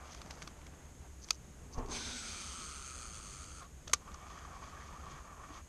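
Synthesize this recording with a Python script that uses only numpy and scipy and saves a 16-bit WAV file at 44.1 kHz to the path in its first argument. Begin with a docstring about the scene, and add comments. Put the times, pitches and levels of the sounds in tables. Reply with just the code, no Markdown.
"""One cast on a calm lake

A baitcasting reel in a small boat, heard from the angler's chest. Cranking ends with a few ticks,
the thumb bar snaps the clutch out and the rod swings. Line hisses off the spool and the bearings
drone as it slows, until the thumb stops it with a squeak. The handle snaps the clutch back in and
the gears churn, over a low rumble and a faint hiss."""
import sys
import numpy as np
from scipy import signal
from scipy.fft import rfft, irfft, next_fast_len
from scipy.io import wavfile
from scipy.ndimage import uniform_filter1d

SR = 44100
rng = np.random.default_rng(int(sys.argv[2]) if len(sys.argv) > 2 else 0)


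def to_wav(s):
    """Save 16-bit WAV."""
    ch = np.atleast_2d(s).T  # columns
    pcm = np.round(np.clip(ch, -1, 1) * 32767)  # PCM
    wavfile.write(sys.argv[1], SR, pcm.astype(np.int16))


N = 250791
T = np.arange(N) / SR

# the clutch snaps out, then in; the last five columns are relative:
# (time [s], latch travel [s], level [dB], favoured pitch [Hz],
#  frame thud [dB], slip [dB], scrape [dB], edge [dB], bounce [dB])
CLUTCH_SNAPS = [(1.3071, .00155, -12.5, 4370, -8, -14, -16, -16, -13.5),
                (3.9363, .00385, -11, 6600, -0.5, -7.5, -3, -5, -11.5)]
# ringing tones of the reel's body: (pitch [Hz], level [dB], time to fade 60 dB before damping [s])
REEL_MODES = [(474, -16, 0.033), (744, -14, 0.035), (1166, 2.5, 0.027), (1410, -6, .03),
              (2240, -1.5, 0.018), (2760, -15, 0.0062), (3260, -10, 0.012), (3484, -6.5, .011),
              (4200, -6.5, 0.0095), (4650, -2.5, 0.0094), (5440, -5.5, 0.013), (6334, 4, 0.01),
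              (6800, -2.5, .0098), (7600, -3, 0.0065), (8750, -4.5, 0.011), (11000, -2, 0.0036)]
# loose parts rattling: (frequency [Hz], level [dB])
RATTLE_COLOUR = [(250, -16), (900, -8), (1300, 3), (1750, -2.5), (2350, 3), (3000, 2.5), (6400, 7),
                 (7500, -1.5), (11500, -25), (14000, -43)]
# light taps on the reel: (time [s], level [dB], favoured pitch [Hz], frame thud [dB])
TICKS = [(.133, -49, 3560, -8), (.148, -38.5, 6000, 10), (.217, -36.5, 3600, 4), (.261, -48, 5000, -6),
         (0.3082, -43.5, 2300, -10), (0.309, -33, 6400, -2), (.421, -37, 2620, -7), (.426, -36, 5600, -7),
         (.476, -34.5, 3660, 8.5), (0.616, -50, 2000, 6), (0.667, -41.5, 3000, -11),
         (1.287, -39, 3240, -11), (1.861, -44, 4000, 2), (1.887, -45, 5000, 0), (3.878, -32.5, 5700, -6),
         (3.8795, -39, 3400, -3), (3.897, -40, 5000, 12), (3.915, -47, 1300, 0), (4.118, -47, 3000, 0),
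         (4.145, -42, 6400, 18)]
# the rub around each tap: (frequency [Hz], level [dB])
GRIT_COLOUR = [(400, 6), (1000, 4), (2000, 2.5), (6300, -4), (7300, -9), (11000, -32)]

# line leaving a fast spool: (frequency [Hz], level [dB])
FAST_HISS_COLOUR = [(300, -2), (900, -4.5), (1850, -4.5), (2350, 3), (2800, -4), (3300, 1.5), (4300, 2.5),
                    (5600, 1), (6350, 5.5), (6900, -16), (7600, -3.5), (9500, -7), (10400, -19),
                    (11100, -20), (13000, -30)]
# line leaving a slow spool: (frequency [Hz], level [dB])
SLOW_HISS_COLOUR = [(300, -8), (900, -5.5), (1850, -3), (2400, 2.5), (2800, -0.5), (3300, 2.5), (3750, -6),
                    (4500, 5.5), (5500, -4), (6400, 10.5), (6950, 3.5), (9400, 3.5), (10300, -23),
                    (11200, -12), (13000, -27)]
# extra hiss as the lure first tugs the line: (middle [s], half length [s], level [dB])
LURE_TUG = [(1.965, 0.017, -55)]
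# the note of the bearings: (time [s], pitch [Hz])
DRONE_PITCH = [(1.97, 1520), (2.15, 1460), (2.33, 1320), (2.53, 1245), (2.9, 1310), (3.2, 1260),
               (3.55, 1275)]
# whistles of the running line: (middle [s], half length [s], pitch [Hz], level [dB])
WHISTLES = [(1.93, 0.02, 6300, -46), (1.955, 0.013, 2335, -49.5), (2.083, 0.11, 3594, -54),
            (2.19, .06, 7700, -54), (2.62, .09, 8400, -59), (2.38, 0.071, 2390, -60),
            (2.55, .16, 3100, -60.5), (2.96, 0.17, 2435, -67)]
# skin rubbing the spool: (frequency [Hz], level [dB])
THUMB_COLOUR = [(250, -14), (480, -5), (720, 0), (930, -13), (1400, -3), (1750, -11), (2300, -12),
                (4000, -13), (9000, -28)]

# spells of turning the handle: (start [s], end [s], gear level [dB], line rasp level [dB])
CRANKING = [(-.05, 0.14, -56, -68.5), (3.87, 5.628, -55, -66.5)]
# gears heard through the reel's body: (frequency [Hz], level [dB])
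GEAR_COLOUR = [(200, -26), (500, -12), (760, -4), (930, -8), (1150, 1), (1450, -9), (1700, -12.5),
               (1880, -9), (2020, -27), (2250, -11.5), (2700, -22.5), (3300, -23), (3800, -33), (6300, -27),
               (10000, -43)]
# tight spots where the gears swell: (middle [s], half length [s], level [dB])
TIGHT_SPOTS = [(4.08, 0.02, -58.5), (4.39, 0.054, -66), (4.645, 0.021, -57.5), (4.81, 0.041, -78),
               (5.09, 0.046, -67)]
# wet line rasping through the guide: (frequency [Hz], level [dB])
RASP_COLOUR = [(1200, -13), (2300, 2), (2750, -3.5), (3250, 3), (3850, -5.5), (4600, -1.5), (5600, -4),
               (6400, 4.5), (7200, -11), (11000, -30)]
# pulls of line through the guide: (middle [s], half length [s], level [dB])
LINE_PULLS = [(.165, 0.07, -59.5), (4.35, 0.077, -66.5), (4.65, .027, -69), (4.84, 0.039, -78),
              (5.11, 0.076, -71), (5.56, 0.042, -63)]
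# loose gears knocking on the housing: (time [s], level [dB])
GEAR_KNOCKS = [(4.305, -47), (4.45, -41), (4.638, -44), (4.756, -49), (4.784, -52), (5.037, -52),
               (5.066, -43), (5.154, -51), (5.27, -48)]
# rubs of the handle's knob: (middle [s], half length [s], level [dB])
KNOB_RUBS = [(4.42, 0.082, -66), (4.81, .1, -63.5), (5.16, 0.06, -65)]

# wind-up, forward swing and follow-through: (start [s], rise [s], decay [s], level [dB])
SWINGS = [(1.58, 0.1, .089, -57), (1.743, .035, 0.065, -40), (1.84, 0.075, 0.11, -45)]
# rush of air and sleeve: (frequency [Hz], level [dB])
SWING_COLOUR = [(30, 13), (85, 7), (150, 1), (240, 0), (310, -5), (410, 2.5), (550, -9), (850, -4),
                (1130, -3.5), (1500, -20), (2500, -24.5), (6000, -49)]
# hands shifting their grip: (middle [s], half length [s], level [dB])
GRIP_SHIFTS = [(.27, 0.28, -56.5), (.62, .12, -65.5), (.82, .097, -62.5), (1.04, .045, -62.5),
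               (1.27, .047, -64)]
# cloth and skin brushing: (frequency [Hz], level [dB])
RUSTLE_COLOUR = [(120, 6.5), (200, 1.5), (400, -2), (850, 0.5), (1600, -5.5), (3000, -15), (8000, -30)]
# fingers slipping on the reel's shell: (middle [s], half length [s], level [dB])
SCUFFS = [(.122, 0.01, -56.5), (.36, 0.13, -64), (1.225, 0.0091, -60), (1.246, 0.0092, -51.5),
          (1.289, 0.016, -56), (1.326, 0.0061, -52.5), (1.35, 0.012, -58), (1.741, .015, -54),
          (1.79, 0.015, -60), (1.89, .025, -64), (4.145, 0.0037, -50)]
# skin on plastic: (frequency [Hz], level [dB])
SCUFF_COLOUR = [(2000, -24), (3800, -14.5), (4700, -2.5), (5500, -4.5), (6300, 4.5), (7100, -17),
                (11000, -32)]
# soft bumps of hull and hands: (time [s], pitch [Hz], level [dB])
BUMPS = [(0.249, 170, -49.5), (.43, 158, -47.5), (1.85, 427, -41), (1.893, 320, -43.5), (2.585, 236, -49.5),
         (2.61, 336, -54), (3.893, 620, -47), (4.109, 200, -48), (5.502, 292, -47.5)]
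# open lake and microphone hiss: (frequency [Hz], level [dB])
AIR_COLOUR = [(20, -4), (40, -1.5), (90, -13), (130, -5.5), (220, -11.5), (400, -16.5), (800, -23),
              (1600, -26), (3000, -31), (4300, -35), (5900, -32.5), (6500, -20.5), (7100, -27),
              (10000, -36.5), (12500, -38.5), (14000, -36.5)]

RELEASE_S, STOP_S = 1.875, 3.682  # the spool runs between these times
TOP_SPEED_HZ = 311.7  # spool turns a second
HOUSING_HZ = 1143  # ring of the hollow gear housing


def clutch(scrape_hz=2930, edge_hz=9700, bounce_hz=5650):
    """The sprung latch slips, scrapes, clips an edge, slams home and bounces three times."""
    hits = []
    for when, travel, db, hz, thud_db, slip_db, scrape_db, edge_db, bounce_db in CLUTCH_SNAPS:
        hits.append((when - travel, db + slip_db, hz, thud_db + 3))
        hits.append((when - travel / 2, db + scrape_db, scrape_hz, thud_db))
        hits.append((when - .0003, db + edge_db, edge_hz, thud_db))
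        hits.append((when, db, hz, thud_db))
        bounces = when + np.cumsum(travel * .94 ** np.arange(3))  # each sooner than the last
        hits += [(at, db + bounce_db - 5 * k, bounce_hz, thud_db + 3) for k, at in enumerate(bounces)]
    return reel_hits(hits, crack_db=-8.5, crack_s=.0008, tail_db=-42.5, ring_share=.94, detune=0)


def ticks(grit_db=-17.5, grit_half_s=.004):
    """Handle, line and fingers tap the hand-damped reel, each with a brief gritty rub."""
    taps = reel_hits(TICKS, crack_db=-11.5, crack_s=.0016, tail_db=-24.5, ring_share=.75, detune=.018)
    grit = colour(grains(7000, 2.1), GRIT_COLOUR)
    return taps + grit * swells([(when, grit_half_s, db + grit_db) for when, db, _, _ in TICKS])


def reel_hits(hits, crack_db, crack_s, tail_db, ring_share, detune, tail_s=.014, focus_db=14.5):
    """Each hit makes the reel ring, with a short crack and a faint rattle of loose parts."""
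    out, t = np.zeros(N + SR), T[:SR // 8]
    hz, db, fade_s = np.transpose(REEL_MODES)
    sign = (-1) ** np.arange(len(hz))
    rattle = colour(rng.standard_normal(N), RATTLE_COLOUR)
    for start, level_db, focus_hz, thud_db in hits:
        # with the clutch out the low tones ring higher, and the thumb shortens every ring
        clutch_out = CLUTCH_SNAPS[0][0] < start + .01 < CLUTCH_SNAPS[1][0]
        pitch = hz * (1 + .11 * clutch_out * (hz < 2400) + detune * rng.standard_normal(len(hz)))
        ring_s = fade_s * ring_share * (.87 if clutch_out else 1)
        tones = np.sin(2 * np.pi * pitch[:, None] * t) * np.exp(-np.log(1000) * t / ring_s[:, None])
        # the spot that is hit favours tones near one pitch; a heavy blow also shakes the frame
        nearness = bell(np.log2(hz / focus_hz), 0, .5)
        gain = undb(db + focus_db * nearness + thud_db * (hz < 1500))
        ring = (sign * gain) @ tones / np.sqrt(np.sum(gain ** 2))
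        rattle_fade = undb(crack_db) * np.exp(-t / crack_s) + undb(tail_db) * np.exp(-t / tail_s)
        i = int(start * SR)
        out[i:i + len(t)] += undb(level_db) * (ring + rattle[i:i + len(t)] * rattle_fade)
    return out[:N]


def spool(wobble_hz=121, loudest_speed_hz=193, rod_hz=232):
    """Line hisses off the spool and the bearings drone; both pulse once a turn, ever slower."""
    speed = spool_speed() * (1 + .00822 * wander(25))
    turn = np.cos(phase(speed))
    fast = np.clip((speed - 125) / 130, 0, 1)  # 0 when slow, 1 when fast
    pulse = 1 + turn * (.31 + .3 * bell(speed, wobble_hz, 15))  # deepest where the spool wobbles
    fast_hiss = np.sqrt(fast) * colour(grains(14000, 1.1), FAST_HISS_COLOUR)
    slow_hiss = np.sqrt(1 - fast) * colour(grains(12000, 2.9), SLOW_HISS_COLOUR)
    hiss = dull(fast_hiss + slow_hiss, speed) * undb(.89 * wander(45)) * pulse
    # a fast spool, slightly off balance, hums and shakes the rod
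    hum = undb(-15 + 2.5 * wander(16)) * turn
    rod = undb(-12) * resonance(rod_hz, 28)
    # a slow spool leans on its bearing once a turn, so the drone purrs
    purr = 1 + turn * .7 * (1 - fast)
    pitch = np.interp(T, *np.transpose(DRONE_PITCH))
    drone = undb(-3) * resonance(pitch, 225) * purr
    song = undb(-7) * bearing_song(speed, pitch)
    bearing_gain = undb(-53.5 - 4.5 * np.log2(speed / loudest_speed_hz) ** 2)
    spinning = gate(RELEASE_S, STOP_S, rise_s=.071, fall_s=.033)
    return (hiss + fast * (hum + rod)) * line_gain(speed) + (drone + song) * bearing_gain * spinning


def spool_speed(spin_up_s=.095, end_speed_hz=64.1, coast_s=.69):
    """Turns a second: the spool quickly spins up, then the brake bleeds its speed away."""
    spin_up = np.interp(T, [RELEASE_S, RELEASE_S + spin_up_s], [.64, 1])
    coasting = np.maximum(T - RELEASE_S - spin_up_s, 0)
    return spin_up * (end_speed_hz + (TOP_SPEED_HZ - end_speed_hz) * np.exp(-coasting / coast_s))


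def bearing_song(speed, centre_hz, width_hz=260, waver_hz=29.99):
    """Wavering overtones of the spool's turn sing out as they slide past the bearings' note."""
    angle, out = phase(speed), 0
    for order in range(3, 20):
        weight = 1 / (1 + (2 * (order * speed - centre_hz) / width_hz) ** 2)
        overtone = wander(waver_hz) * np.cos(order * angle) + wander(waver_hz) * np.sin(order * angle)
        out = out + weight * overtone
    return unit(out * np.sqrt(speed))


def line_song():
    """Running line whistles, rings the guide and adds a thin sheen; the last two rise as it slows."""
    speed = spool_speed()
    waver = 1 + .015 * wander(14)
    whistles = sum(resonance(hz * waver, 300) * swells([(when, half, db)])
                   for when, half, hz, db in WHISTLES)
    sheen = undb(-14) * dull(resonance(9700 - 2504 * speed / TOP_SPEED_HZ, 1100), speed)
    guide = undb(-8) * resonance(waver * (6540 - 259.6 * speed / TOP_SPEED_HZ), 330)
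    return whistles * undb(2 * wander(60)) + (sheen + guide) * line_gain(speed)


def line_gain(speed, top_speed_db=-45.5, db_per_octave=5):
    """Faster line is louder, with a surge at the lure's first tug."""
    running = gate(RELEASE_S, STOP_S, rise_s=.04, fall_s=.089) ** 2
    level_db = top_speed_db + db_per_octave * np.log2(speed / TOP_SPEED_HZ)
    return running * (undb(level_db) + swells(LURE_TUG))


def dull(hiss, speed, slow_hz=120, db_per_octave=4):
    """Slow line loses the top of its hiss."""
    low = signal.sosfiltfilt(signal.butter(4, 8000, fs=SR, output="sos"), hiss)
    return low + (hiss - low) * undb(db_per_octave * np.minimum(np.log2(speed / slow_hz), 0))


def thumb(start_s=3.588, end_s=3.68, rise_s=.025, decay_s=.06, sag_hz_per_s=9000):
    """Skin squeaks on the wound line, sagging in pitch, and rubs until the spool stops."""
    age = np.maximum(T - start_s, 0)
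    pitch = np.maximum(1440 - sag_hz_per_s * age, 1110) + 50 * wander(280)
    squeak = unit(np.sin(phase(pitch))) * np.exp(-np.maximum(age - rise_s, 0) / decay_s)
    squeak *= gate(start_s, end_s, rise_s, fall_s=.008)
    rub = undb(-1) * colour(grains(3370, 2.3), THUMB_COLOUR)
    rub *= gate(start_s, end_s, rise_s=.045, fall_s=.048)
    return (squeak + rub) * undb(-53 + 3.5 * wander(110))


def gears(throb_hz=19, slack_s=5.33):
    """Greased teeth rub inside the hollow body as the handle turns, and wet line rasps in."""
    throb = np.sin(phase(throb_hz * (1 + .148 * wander(4))))
    housing = undb(-3) * resonance(HOUSING_HZ * (1 + .05 * wander(16)), 170)  # shifts with the grip
    teeth = colour(grains(5000, 1.6), GEAR_COLOUR)
    churn = unit(teeth + housing) * undb(1.6 * wander(90) + 1.1 * throb)
    rasp = colour(grains(2200, 3.8), RASP_COLOUR) * undb(1.7 * wander(40))
    taut = 1 - bell(T, slack_s, .093)  # slack line stops rasping for a moment
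    out = churn * swells(TIGHT_SPOTS) + rasp * swells(LINE_PULLS)
    for start, end, gear_db, rasp_db in CRANKING:
        turning = gate(start, end, rise_s=.2 * (end - start), fall_s=.039)
        out += turning * (undb(gear_db) * churn + undb(rasp_db) * taut * rasp)
    return out


def handle(knob_hz=1713):
    """Loose gears knock on the housing, and the knob gives a rough rub on each turn."""
    knocks = sum(knock(start, HOUSING_HZ, db, rise_s=.0021) for start, db in GEAR_KNOCKS)
    rub = resonance(knob_hz * (1 + .03 * wander(12)), 560) * undb(3 * wander(70))
    return knocks + rub * swells(KNOB_RUBS)


def swing(puff_at_s=1.785, puff_decay_s=.047, puff_hz=30.2, puff_db=-30.5):
    """The sleeve flutters past and pushes one puff of air onto the microphone."""
    motion = 0
    for start, rise, decay, db in SWINGS:
        fade = np.exp(-np.maximum(T - start - rise, 0) / decay)
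        motion = motion + undb(db) * np.clip((T - start) / rise, 0, 1) * fade
    rush = colour(rng.standard_normal(N), SWING_COLOUR) * undb(3 * wander(49.73)) * motion
    age = T - puff_at_s
    puff_shape = np.exp(-np.abs(age) / puff_decay_s) * np.clip(1 + 2 * age / puff_decay_s, 0, 1)
    return rush + undb(puff_db) * puff_shape * np.cos(2 * np.pi * puff_hz * age)


def rustle():
    """Cloth and skin brush over the grip."""
    return colour(grains(3000, 3.2), RUSTLE_COLOUR) * undb(1.4 * wander(50.35)) * swells(GRIP_SHIFTS)


def scuffs():
    """Skin makes short dry slips on plastic."""
    return colour(grains(2200, 9.1), SCUFF_COLOUR) * swells(SCUFFS)


def bumps():
    """Hull and hands knock softly."""
    return sum(knock(start, hz, db, rise_s=.0041) for start, hz, db in BUMPS)


def lake(air_db=-56, rumble_db=-55):
    """Light air wavers over open water, with a distant low rumble and a steady hiss."""
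    air = colour(rng.standard_normal(N), AIR_COLOUR)
    low = signal.sosfilt(signal.butter(1, 900, fs=SR, output="sos"), air)
    air += low * (undb(wander(9)) - 1)  # only the low part wavers
    return undb(air_db) * air + undb(rumble_db) * resonance(66, 25.7)


def knock(start, hz, db, rise_s):
    """A dull ring that swells and dies within a few cycles."""
    age = np.maximum(T - start, 0)
    return undb(db) * age / rise_s * np.exp(1 - age / rise_s) * np.sin(2 * np.pi * hz * age)


def grains(per_second, spread_db):
    """Rubbing as many tiny contacts of uneven size."""
    size = rng.choice([-1, 1], N) * undb(spread_db * np.clip(rng.standard_normal(N), -2, 2))
    return (rng.random(N) < per_second / SR) * size


def resonance(centre_hz, width_hz):
    """Noise ringing around one pitch, which may move."""
    lowpass = signal.butter(2, width_hz / 2, fs=SR, output="sos")
    slow = signal.sosfilt(lowpass, rng.standard_normal(N) + 1j * rng.standard_normal(N))
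    return unit(np.real(slow * np.exp(1j * phase(centre_hz * np.ones(N)))))


def colour(x, points):
    """Shape the lows and highs of x by (frequency [Hz], level [dB]) points, at strength 1."""
    hz, db = np.transpose(points)
    size = next_fast_len(N)
    f = np.maximum(np.arange(size // 2 + 1) * SR / size, 1)
    gain = undb(np.interp(np.log(f), np.log(hz), db)) * np.minimum(f / hz[0], 1) ** 2
    return unit(irfft(rfft(x, size) * gain, size)[:N])


def wander(rate_hz):
    """A smooth random drift of strength 1."""
    knots = rng.standard_normal(int(N / SR * rate_hz) + 2)
    path = np.interp(T * rate_hz, np.arange(len(knots)), knots)
    return unit(uniform_filter1d(path, int(SR / rate_hz / 2) + 1))


def gate(start, end, rise_s, fall_s):
    """Fade in, hold and fade out."""
    return np.clip((T - start) / rise_s, 0, 1) * np.clip((end - T) / fall_s, 0, 1)


def swells(rows):
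    """A smooth rise and fall for each (middle [s], half length [s], level [dB])."""
    return sum(undb(db) * bell(T, when, half) for when, half, db in rows)


def bell(x, middle, half_width):
    """A smooth hump of height 1."""
    return np.exp(-((x - middle) / half_width) ** 2)


def phase(hz):
    """The angle turned so far at a changing rate."""
    return 2 * np.pi * np.cumsum(hz) / SR


def undb(db):
    """Turn decibels into a gain."""
    return 10 ** (np.asarray(db) / 20)


def unit(x):
    """Scale to an average strength (rms) of 1."""
    return x / np.sqrt(np.mean(x ** 2))


def scene():
    """Reel, angler and lake in one channel."""
    reel = clutch() + ticks() + spool() + line_song() + thumb() + gears() + handle()
    angler = swing() + rustle() + scuffs() + bumps()
    return (reel + angler + lake())[None]


def record(dry, soften_hz=12600, cut_hz=14200):
    """The microphone softens the high treble, and the very top is cut off."""
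    soft = signal.sosfilt(signal.butter(8, soften_hz, fs=SR, output="sos"), dry)
    return signal.sosfilt(signal.ellip(8, .2, 70, cut_hz, fs=SR, output="sos"), soft)


dry = scene()
out = record(dry)
to_wav(out)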